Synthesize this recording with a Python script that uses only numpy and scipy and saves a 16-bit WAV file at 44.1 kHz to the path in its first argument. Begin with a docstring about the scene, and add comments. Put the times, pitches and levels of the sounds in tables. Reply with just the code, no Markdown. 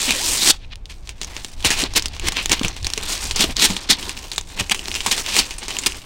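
"""Wrapping paper is torn off a parcel on a garden bench, an arm's length from a hand-held phone.
Fibres break in dense noisy streams as it rips and crinkles; creases crack and ring one by one.
The box thumps as a damped swing and squeaks by stick and slip where paper slides over it.
Moving air and the handling of the parcel rumble on the microphone as low noise, over a quiet
garden of coloured noise."""
import sys
import numpy as np
from scipy import signal
from scipy.fft import rfft, irfft
from scipy.io import wavfile
from scipy.ndimage import uniform_filter1d

SR = 44100
rng = np.random.default_rng(int(sys.argv[2]) if len(sys.argv) > 2 else 0)


def inscribe(sig):
    """Save sig as 16-bit PCM at rate SR to the path in sys.argv[1].

    A 1-D sig is mono; a 2-D sig holds one channel per row.
    Samples are clipped to [-1, 1] before scaling.
    """
    pcm = np.round(np.clip(np.atleast_2d(sig).T, -1, 1) * 32767)
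    wavfile.write(sys.argv[1], SR, pcm.astype(np.int16))


N = 266805
T = np.arange(N) / SR  # s

# spectrum of breaking paper, columns: f/Hz, level/dB (per Hz)
PAPER_SPECTRUM = [(71, -39), (120, -6), (272, -3), (410, -1), (524, -12.5), (874, -3.5), (1400, -9),
                  (2480, -1), (4590, -2.5), (7050, -2.5), (9590, -9), (12000, -22.5), (15000, -20.5),
                  (16000, -15)]


def undb(db):
    """Turn dB into an amplitude factor."""
    return 10 ** (np.asarray(db) / 20)


def unit(x):
    """Scale to an RMS of 1."""
    return x / np.sqrt(np.mean(x ** 2))


def colour(x, points):
    """Causal filter through (Hz, dB) points, from the folded cepstrum."""
    hz, db = np.transpose(points)
    grid_hz = np.maximum(np.fft.rfftfreq(4096, 1 / SR), 1)
    gain = undb(np.interp(np.log(grid_hz), np.log(hz), db))
    cepstrum = irfft(np.log(gain))
    half = len(cepstrum) // 2
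    cepstrum[1:half] *= 2
    cepstrum[half + 1:] = 0
    impulse = irfft(np.exp(rfft(cepstrum)))
    return signal.fftconvolve(x, impulse)[:len(x)]


def butter(x, hz, kind, order=2):
    """Butterworth filter."""
    return signal.sosfilt(signal.butter(order, hz, kind, fs=SR, output="sos"), x)


def ring(x, hz, width_hz):
    """Resonance with gain 1 at its centre."""
    b, a = signal.iirpeak(hz, hz / width_hz, SR)
    return signal.lfilter(b, a, x)


def walk(rate):
    """Random levels 1 / rate s apart, joined by straight lines; spread near 1."""
    knots = np.arange(0, N / SR + 1 / rate, 1 / rate)
    return 1.2 * np.interp(T, knots, rng.standard_normal(len(knots)))


def fade(t60, size):
    """Exponential decay by 60 dB in t60 seconds, 3 ms at the least."""
    return np.exp(-np.log(1000) * np.arange(size) / SR / max(t60, .003))


def fibres(treble_db, body_db, flap_hz, flap_db, per_s, spread_db, most_db,
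           reach_oct, cycles, smear_s, patchy_db, patch_rate):
    """Breaks of very unequal size; each rings the patch of sheet round it, so each has its own pitch."""
    bands_hz = 170 * 2 ** np.arange(0, 6.6, .5)  # half an octave apart
    paper_hz, paper_db = np.transpose(PAPER_SPECTRUM)

    chance = rng.random((3, int(per_s * N / SR)))
    at = (chance[0] * N).astype(int)
    size_db = np.minimum(-spread_db * np.log(1 - chance[1]), most_db)
    power = undb(2 * size_db)  # amplitude squared
    pitch_hz = bands_hz[0] * (bands_hz[-1] / bands_hz[0]) ** chance[2]

    out, body_power = 0, 0
    for hz in bands_hz:
        nearness = np.exp(-(np.log2(hz / pitch_hz) / reach_oct) ** 2)
        hits = np.bincount(at, power * nearness, N)
        # low patches ring longer
        decay = fade(smear_s + cycles / hz, size=2)[1]
        envelope = np.sqrt(signal.lfilter([1], [1, -decay ** 2], hits))
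        band = butter(envelope * rng.standard_normal(N), [hz / 2 ** .25, hz * 2 ** .25], "band")
        # a band's width grows with its pitch
        strength = undb(np.interp(np.log(hz), np.log(paper_hz), paper_db)) * np.sqrt(hz)
        body_power += strength ** 2 * (1400 < hz < 6000)
        # treble lift grows from 4 to 8 kHz, body lift from 2 down to 1 kHz
        lift_db = np.clip(np.log2(hz / 4000), 0, 1) * treble_db
        lift_db = lift_db + np.clip(np.log2(2000 / hz), 0, 1) * body_db
        lift_db = lift_db + flap_db * np.exp(-(np.log2(hz / flap_hz) / 0.17) ** 2)
        lift_db = lift_db + 1.48 * walk(12)  # each band drifts on its own
        out = out + strength * unit(band) * undb(lift_db)
    patches = unit(undb(patchy_db * walk(patch_rate)))
    return out * patches / np.sqrt(body_power)


def rips():
    """A dense stream of breaking fibres swells, holds and dies; the strongest rip of the moment sounds."""
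    # the long first tear, which grows and breaks off
    # columns: t/s, level/dB, treble lift/dB, ring of the taut flap f/Hz
    first_tear = [(0.0, -24, 2, 3160), (0.04, -26, 7.5, 3550), (0.104, -24, 0, 2650),
                  (0.17, -27.5, 2, 3460), (0.352, -24, 6.5, 3130), (0.406, -25.5, 5, 4150),
                  (0.464, -17, 3.5, 2980), (0.511, -12.5, 5, 3640), (0.521, -39, 4, 3960)]
    # short rips, columns: full strength from t/s, peak level/dB, swell t/s, hold t/s, dying t/s,
    # treble lift/dB, ring of the taut flap f/Hz
    short_rips = [(0.645, -40.5, 0.046, .004, .01, -33, 2970), (0.723, -35, .02, 0.012, .012, -33, 3030),
                  (0.897, -39, 0.0075, 0.021, 0.062, -8, 3170), (1.648, -16, 0.0072, 0.021, .08, 0, 3260),
                  (1.708, -26, 0.0033, .01, 0.13, 1, 2870), (1.788, -21.5, 0.056, 0.038, .04, -2, 3180),
                  (1.963, -12.5, .012, 0.015, .025, 0.5, 3240),
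                  (2.271, -21, 0.059, 0.019, 0.013, -2.5, 3050),
                  (2.367, -23.5, 0.022, 0.023, 0.086, -16, 2930),
                  (2.518, -14, .015, 0.015, 0.034, -5, 3220), (3.097, -25.5, 0.062, 0.037, 0.15, 1.5, 3350),
                  (3.405, -17, 0.059, 0.038, 0.022, -1.5, 3400), (3.624, -14, 0.062, 0.033, 0.042, 2, 3560),
                  (3.901, -12.5, .012, 0.016, .045, 1, 3440), (4.597, -19, 0.012, 0.011, 0.013, -3.5, 2890),
                  (4.712, -14, 0.0034, 0.011, 0.016, -4.5, 2500),
                  (5.115, -14.5, 0.0027, .006, 0.055, -0.5, 3200),
                  (5.373, -17.5, .13, .027, 0.068, 1, 3070), (5.863, -15.5, 0.0031, 0.007, .025, 3, 3030)]
    swell_db, dying_db = 16.5, 26.5  # a rip sets in and stops this far under its peak
    swell_bend, dying_bend = 0.74, 0.95  # 1 = straight in dB
    dull_db_per_db = 0.63  # the treble thins as a rip weakens

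    s, *columns = np.transpose(first_tear)
    db, treble_db, flap_hz = (np.interp(T, s, c) for c in columns)
    gain = (T < s[-1]) * undb(db)
    for at, peak_db, swell, hold, dying, lift_db, hz in short_rips:
        a, b = int((at - swell) * SR), int((at + hold + dying) * SR)
        t = T[a:b] - at
        rising_db = swell_db * np.abs(t / swell) ** swell_bend
        falling_db = dying_db * np.maximum((t - hold) / dying, 0) ** dying_bend
        under_db = np.where(t < 0, rising_db, falling_db)
        leads = a + np.flatnonzero(undb(peak_db - under_db) > gain[a:b])
        under_db = under_db[leads - a]
        gain[leads] = undb(peak_db - under_db)
        flap_hz[leads] = hz
        treble_db[leads] = lift_db - dull_db_per_db * under_db
    stream = fibres(treble_db, -1.5, flap_hz, flap_db=8, per_s=5300, spread_db=1.5, most_db=12,
                    reach_oct=2.2, cycles=4.2, smear_s=0.0058, patchy_db=1.1, patch_rate=300)
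    return uniform_filter1d(gain, size=64) * stream


def microphone_rumble():
    """Low rumble on the microphone, from moving air and from handling the parcel; uneven in level."""
    # columns: t/s, level/dB
    rumble_levels = [(0.0, -35.5), (1.5, -36), (1.58, -28.5), (2.78, -32), (2.86, -23), (2.91, -35),
                     (3.49, -25.5), (3.64, -41), (3.69, -25), (3.77, -34.5), (6.0, -35), (6.05, -45)]
    rumble = butter(rng.standard_normal(N), 20, "low", order=1)
    rumble = butter(rumble, 96.0, "low", order=3)
    rumble = butter(rumble, 11.7, "high")
    unevenness = undb(1.5 * walk(12))
    return unit(rumble * unevenness) * undb(np.interp(T, *np.transpose(rumble_levels)))


def garden():
    """The quiet garden behind the bench: coloured noise whose level drifts slightly."""
    # columns: f/Hz, level/dB (per Hz)
    garden_spectrum = [(59, -30), (100, 0), (595, -15), (768, -15), (1950, -28), (2320, -23), (14400, -52),
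                       (16000, -57)]
    hush = unit(colour(rng.standard_normal(N), garden_spectrum))
    return hush * undb(-51 + 0.5 * walk(2.7))


def thumps(size=8192):
    """A soft push sets the hollow box swinging briefly, with a dull flap of paper."""
    # the box knocked or the sheet flapping, columns: t/s, peak level/dB, pitch f/Hz, t60/s
    knocks = [(0.077, -19.5, 251, 0.14), (0.485, -31, 257, 0.04), (1.653, -19, 284, 0.032),
              (1.655, -18, 76, 0.12), (1.831, -13.5, 269, 0.054), (2.234, -22.5, 344, 0.16),
              (2.501, -18.5, 134, 0.03), (2.612, -9.5, 265, 0.032), (2.645, -12, 167, 0.057),
              (2.974, -21, 432, 0.06), (3.252, -27, 154, 0.035), (3.397, -18, 199, 0.057),
              (3.441, -12, 320, 0.027), (3.49, -22.5, 260, 0.056), (3.699, -13, 188.5, 0.17),
              (3.895, -21, 278, 0.11), (4.605, -17.5, 190, 0.05), (4.61, -19.5, 95, 0.07),
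              (5.071, -22, 218, 0.046)]
    out, t = np.zeros(N + size), np.arange(size) / SR
    for s, db, hz, t60 in knocks:
        flap = undb(-6) * unit(ring(rng.standard_normal(size), 0.89 * hz, 0.82 * hz))
        push = 1 - np.exp(-t / 0.0019)  # soft onset
        swing = (np.sin(2 * np.pi * hz * t) + flap) * push * fade(t60, size=size)
        i = int(s * SR)
        out[i:i + size] += undb(db) * swing / np.abs(swing).max()
    return out[:N]


def snaps(size=4096):
    """A crease strains for a moment, gives with one crack, then crackles out; the patch beside it rings."""
    # columns: t/s, peak level/dB, ring f/Hz, t60/s
    creases = [(0.1063, 3, 2520, 0.035), (0.124, -6.5, 5620, 0.042), (0.4254, -6, 3460, 0.032),
               (0.474, 4, 8800, 0.027), (0.488, -2, 5230, 0.019), (0.7559, -20, 2800, 0.019),
               (0.8556, -20.5, 3460, 0.05), (1.073, -22.5, 4000, 0.038), (1.0912, -12, 2600, 0.071),
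               (1.214, -9, 3570, 0.088), (1.2316, -13, 6360, 0.035), (1.245, -13, 6300, 0.032),
               (1.365, -10.5, 2750, 0.03), (1.446, -8, 3300, 0.038), (1.6042, -21, 3230, 0.055),
               (1.6258, -16.5, 3170, 0.14), (1.6466, 2, 2980, 0.023), (1.704, 2.5, 1730, 0.17),
               (1.8373, -2, 4100, 0.03), (1.936, -15, 5320, 0.043), (1.9952, -5, 4160, 0.035),
               (2.0223, -7.5, 6170, 0.051), (2.057, -3, 5400, 0.04), (2.082, -15, 4360, 0.027),
               (2.165, -18.5, 940, 0.035), (2.196, -9.5, 2440, 0.032), (2.2841, 5, 2240, 0.023),
               (2.3205, -8, 1220, 0.063), (2.368, -1.5, 2290, 0.033), (2.4577, -0.5, 3330, 0.028),
               (2.4946, -4, 1950, 0.064), (2.5172, 9, 7200, 0.029), (2.5283, 1.5, 3880, 0.026),
               (2.594, -9, 3200, 0.023), (2.632, -8, 2980, 0.089), (2.647, -3.5, 2700, 0.055),
               (2.6813, -4.5, 6100, 0.055), (2.7648, -13.5, 2570, 0.068), (2.828, -16, 4940, 0.028),
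               (2.8448, -8, 3670, 0.055), (2.8676, -0.5, 6200, 0.027), (2.901, -10, 5890, 0.018),
               (2.935, -1, 4900, 0.028), (2.9763, -4, 2370, 0.045), (3.027, -13.5, 3370, 0.032),
               (3.2529, -11, 4450, 0.14), (3.3099, -1.5, 4300, 0.066), (3.3595, -4.5, 5260, 0.085),
               (3.4066, 4.5, 3590, 0.067), (3.5665, -0.5, 4360, 0.033), (3.5962, 2.5, 3440, 0.028),
               (3.7023, -4.5, 3970, 0.18), (3.7652, -7.5, 3700, 0.052), (4.027, -13, 3380, 0.1),
               (4.093, -7, 2640, 0.048), (4.174, -13, 3360, 0.015), (4.3157, -11.5, 4270, 0.079),
               (4.333, -12.5, 2940, 0.053), (4.36, -12.5, 7100, 0.086), (4.3797, -3.5, 3570, 0.049),
               (4.4104, -15.5, 7480, 0.032), (4.6959, -5.5, 2600, 0.032), (4.745, -9.5, 2770, 0.086),
               (4.792, -12, 2940, 0.043), (4.8562, -9.5, 3680, 0.03), (4.882, -8.5, 5100, 0.017),
               (4.9146, -8.5, 2770, 0.031), (4.941, -8, 5130, 0.036), (4.9513, -4.5, 2850, 0.17),
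               (5.0045, -7, 3400, 0.11), (5.0617, -1.5, 1020, 0.14), (5.1116, -3, 3460, 0.032),
               (5.1783, -6, 4210, 0.038), (5.262, -6, 3860, 0.036), (5.365, 4, 2120, 0.018),
               (5.3889, 5, 4500, 0.047), (5.5077, -11.5, 2580, 0.097), (5.582, -15.5, 8600, 0.085),
               (5.6816, -9.5, 1880, 0.14), (5.7054, -6.5, 2900, 0.093), (5.7667, -7, 2870, 0.024),
               (5.786, -3.5, 7300, 0.053), (5.835, -10, 2650, 0.064), (5.8609, 1, 3500, 0.037),
               (5.9206, -12.5, 2800, 0.028)]
    out, lead = np.zeros(N + size), int(.001 * SR)  # 1 ms of strain before the crack
    for s, db, hz, t60 in creases:
        grain_db = 2.5 * np.repeat(rng.standard_normal(size // 32), 32)
        crackle = rng.standard_normal(size) * undb(grain_db)
        crackle = crackle * fade(t60, size=size) * np.minimum(np.arange(size) / lead, 1)
        crack = undb(15) * rng.standard_normal(size) * fade(.003, size=size)
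        burst = colour(crackle + np.roll(crack, lead), PAPER_SPECTRUM)
        burst = burst + undb(4.5) * ring(burst, hz, 0.25 * hz)
        i = int(s * SR)
        out[i:i + size] += undb(db) * burst / np.abs(burst).max()
    return out[:N]


def squeak():
    """Stick and slip of paper sliding over the box: a rough tone, wavering in pitch and level."""
    # columns: t/s, pitch f/Hz, level/dB
    slide = [(0.135, 609, -40), (0.177, 492, -36), (0.233, 997, -34), (0.29, 905, -48)]
    s, hz, db = np.transpose(slide)
    pitch_hz = np.interp(T, s, hz) * (1 + 0.024 * walk(194))
    phase = 2 * np.pi * np.cumsum(pitch_hz) / SR
    edge = uniform_filter1d(1. * ((T > s[0]) & (T < s[-1])), size=512)
    level = undb(np.interp(T, s, db) + 3.7 * walk(101))
    return np.sqrt(2) * edge * level * np.sin(phase)


def rustle():
    """Crinkling under the hand: sparser fibre breaks, with a resonance that wanders in pitch."""
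    # handling of the sheet, now brisk, now almost still, columns: t/s, level/dB, treble lift/dB
    handling = [(0.52, -39, -1), (0.69, -67, -10), (0.86, -70, 7), (1.1, -50, -5), (1.27, -41, -4.5),
                (1.7, -43, -2), (1.848, -27, -15), (1.9, -41, -10), (2.3, -36.5, -10), (2.398, -26.5, -1),
                (2.47, -40.5, -5), (2.68, -29.5, -10), (2.72, -39.5, -11), (2.81, -45, -8),
                (2.86, -37.5, -3.5), (3.24, -33.5, 2), (3.5, -31.5, -4), (3.55, -39, -7), (3.7, -32, 2),
                (3.88, -37.5, -12), (4.0, -29, -4), (4.3, -43, -1), (4.46, -47.5, -0.5), (4.6, -32.5, -5),
                (4.74, -38, -0.5), (5.199, -30.5, 3), (5.6, -40.5, -5.5), (5.75, -32, -2.5),
                (6.05, -39.5, -1.5)]
    s, *columns = np.transpose(handling)
    db, treble_db = (np.interp(T, s, c) for c in columns)
    wander_hz = 3200 * 2 ** (0.34 * walk(13.0))
    crinkle = fibres(treble_db, 3.06, wander_hz, flap_db=1.0, per_s=1300, spread_db=2.0, most_db=22.0,
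                     reach_oct=1.13, cycles=40, smear_s=0.02, patchy_db=3.0, patch_rate=35)
    return (T > s[0]) * undb(db) * crinkle


def reflections(parcel):
    """Bench, paving and house wall send back a short, dull blur."""
    blur = rng.standard_normal(8192) * fade(0.13, size=8192)
    blur = blur * (np.arange(8192) > .003 * SR)  # nothing returns in the first 3 ms
    blur = butter(blur / np.sqrt(np.sum(blur ** 2)), 4800, "low")
    return undb(-17) * signal.fftconvolve(parcel, blur)[:N]


def scene():
    """The parcel on the bench with its reflections, the rumble on the microphone and the garden."""
    parcel = rips() + thumps() + snaps() + squeak() + rustle()
    return (parcel + reflections(parcel) + microphone_rumble() + garden())[None]


def record(dry):
    """The phone rounds the loudest peaks and cuts the top."""
    rounded = np.tanh(1.068 * dry) / 1.072
    top_cut = signal.ellip(10, .2, 60, 15800, fs=SR, output="sos")  # low-pass, edge in Hz
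    return signal.sosfilt(top_cut, rounded)


dry = scene()
out = record(dry)
inscribe(out)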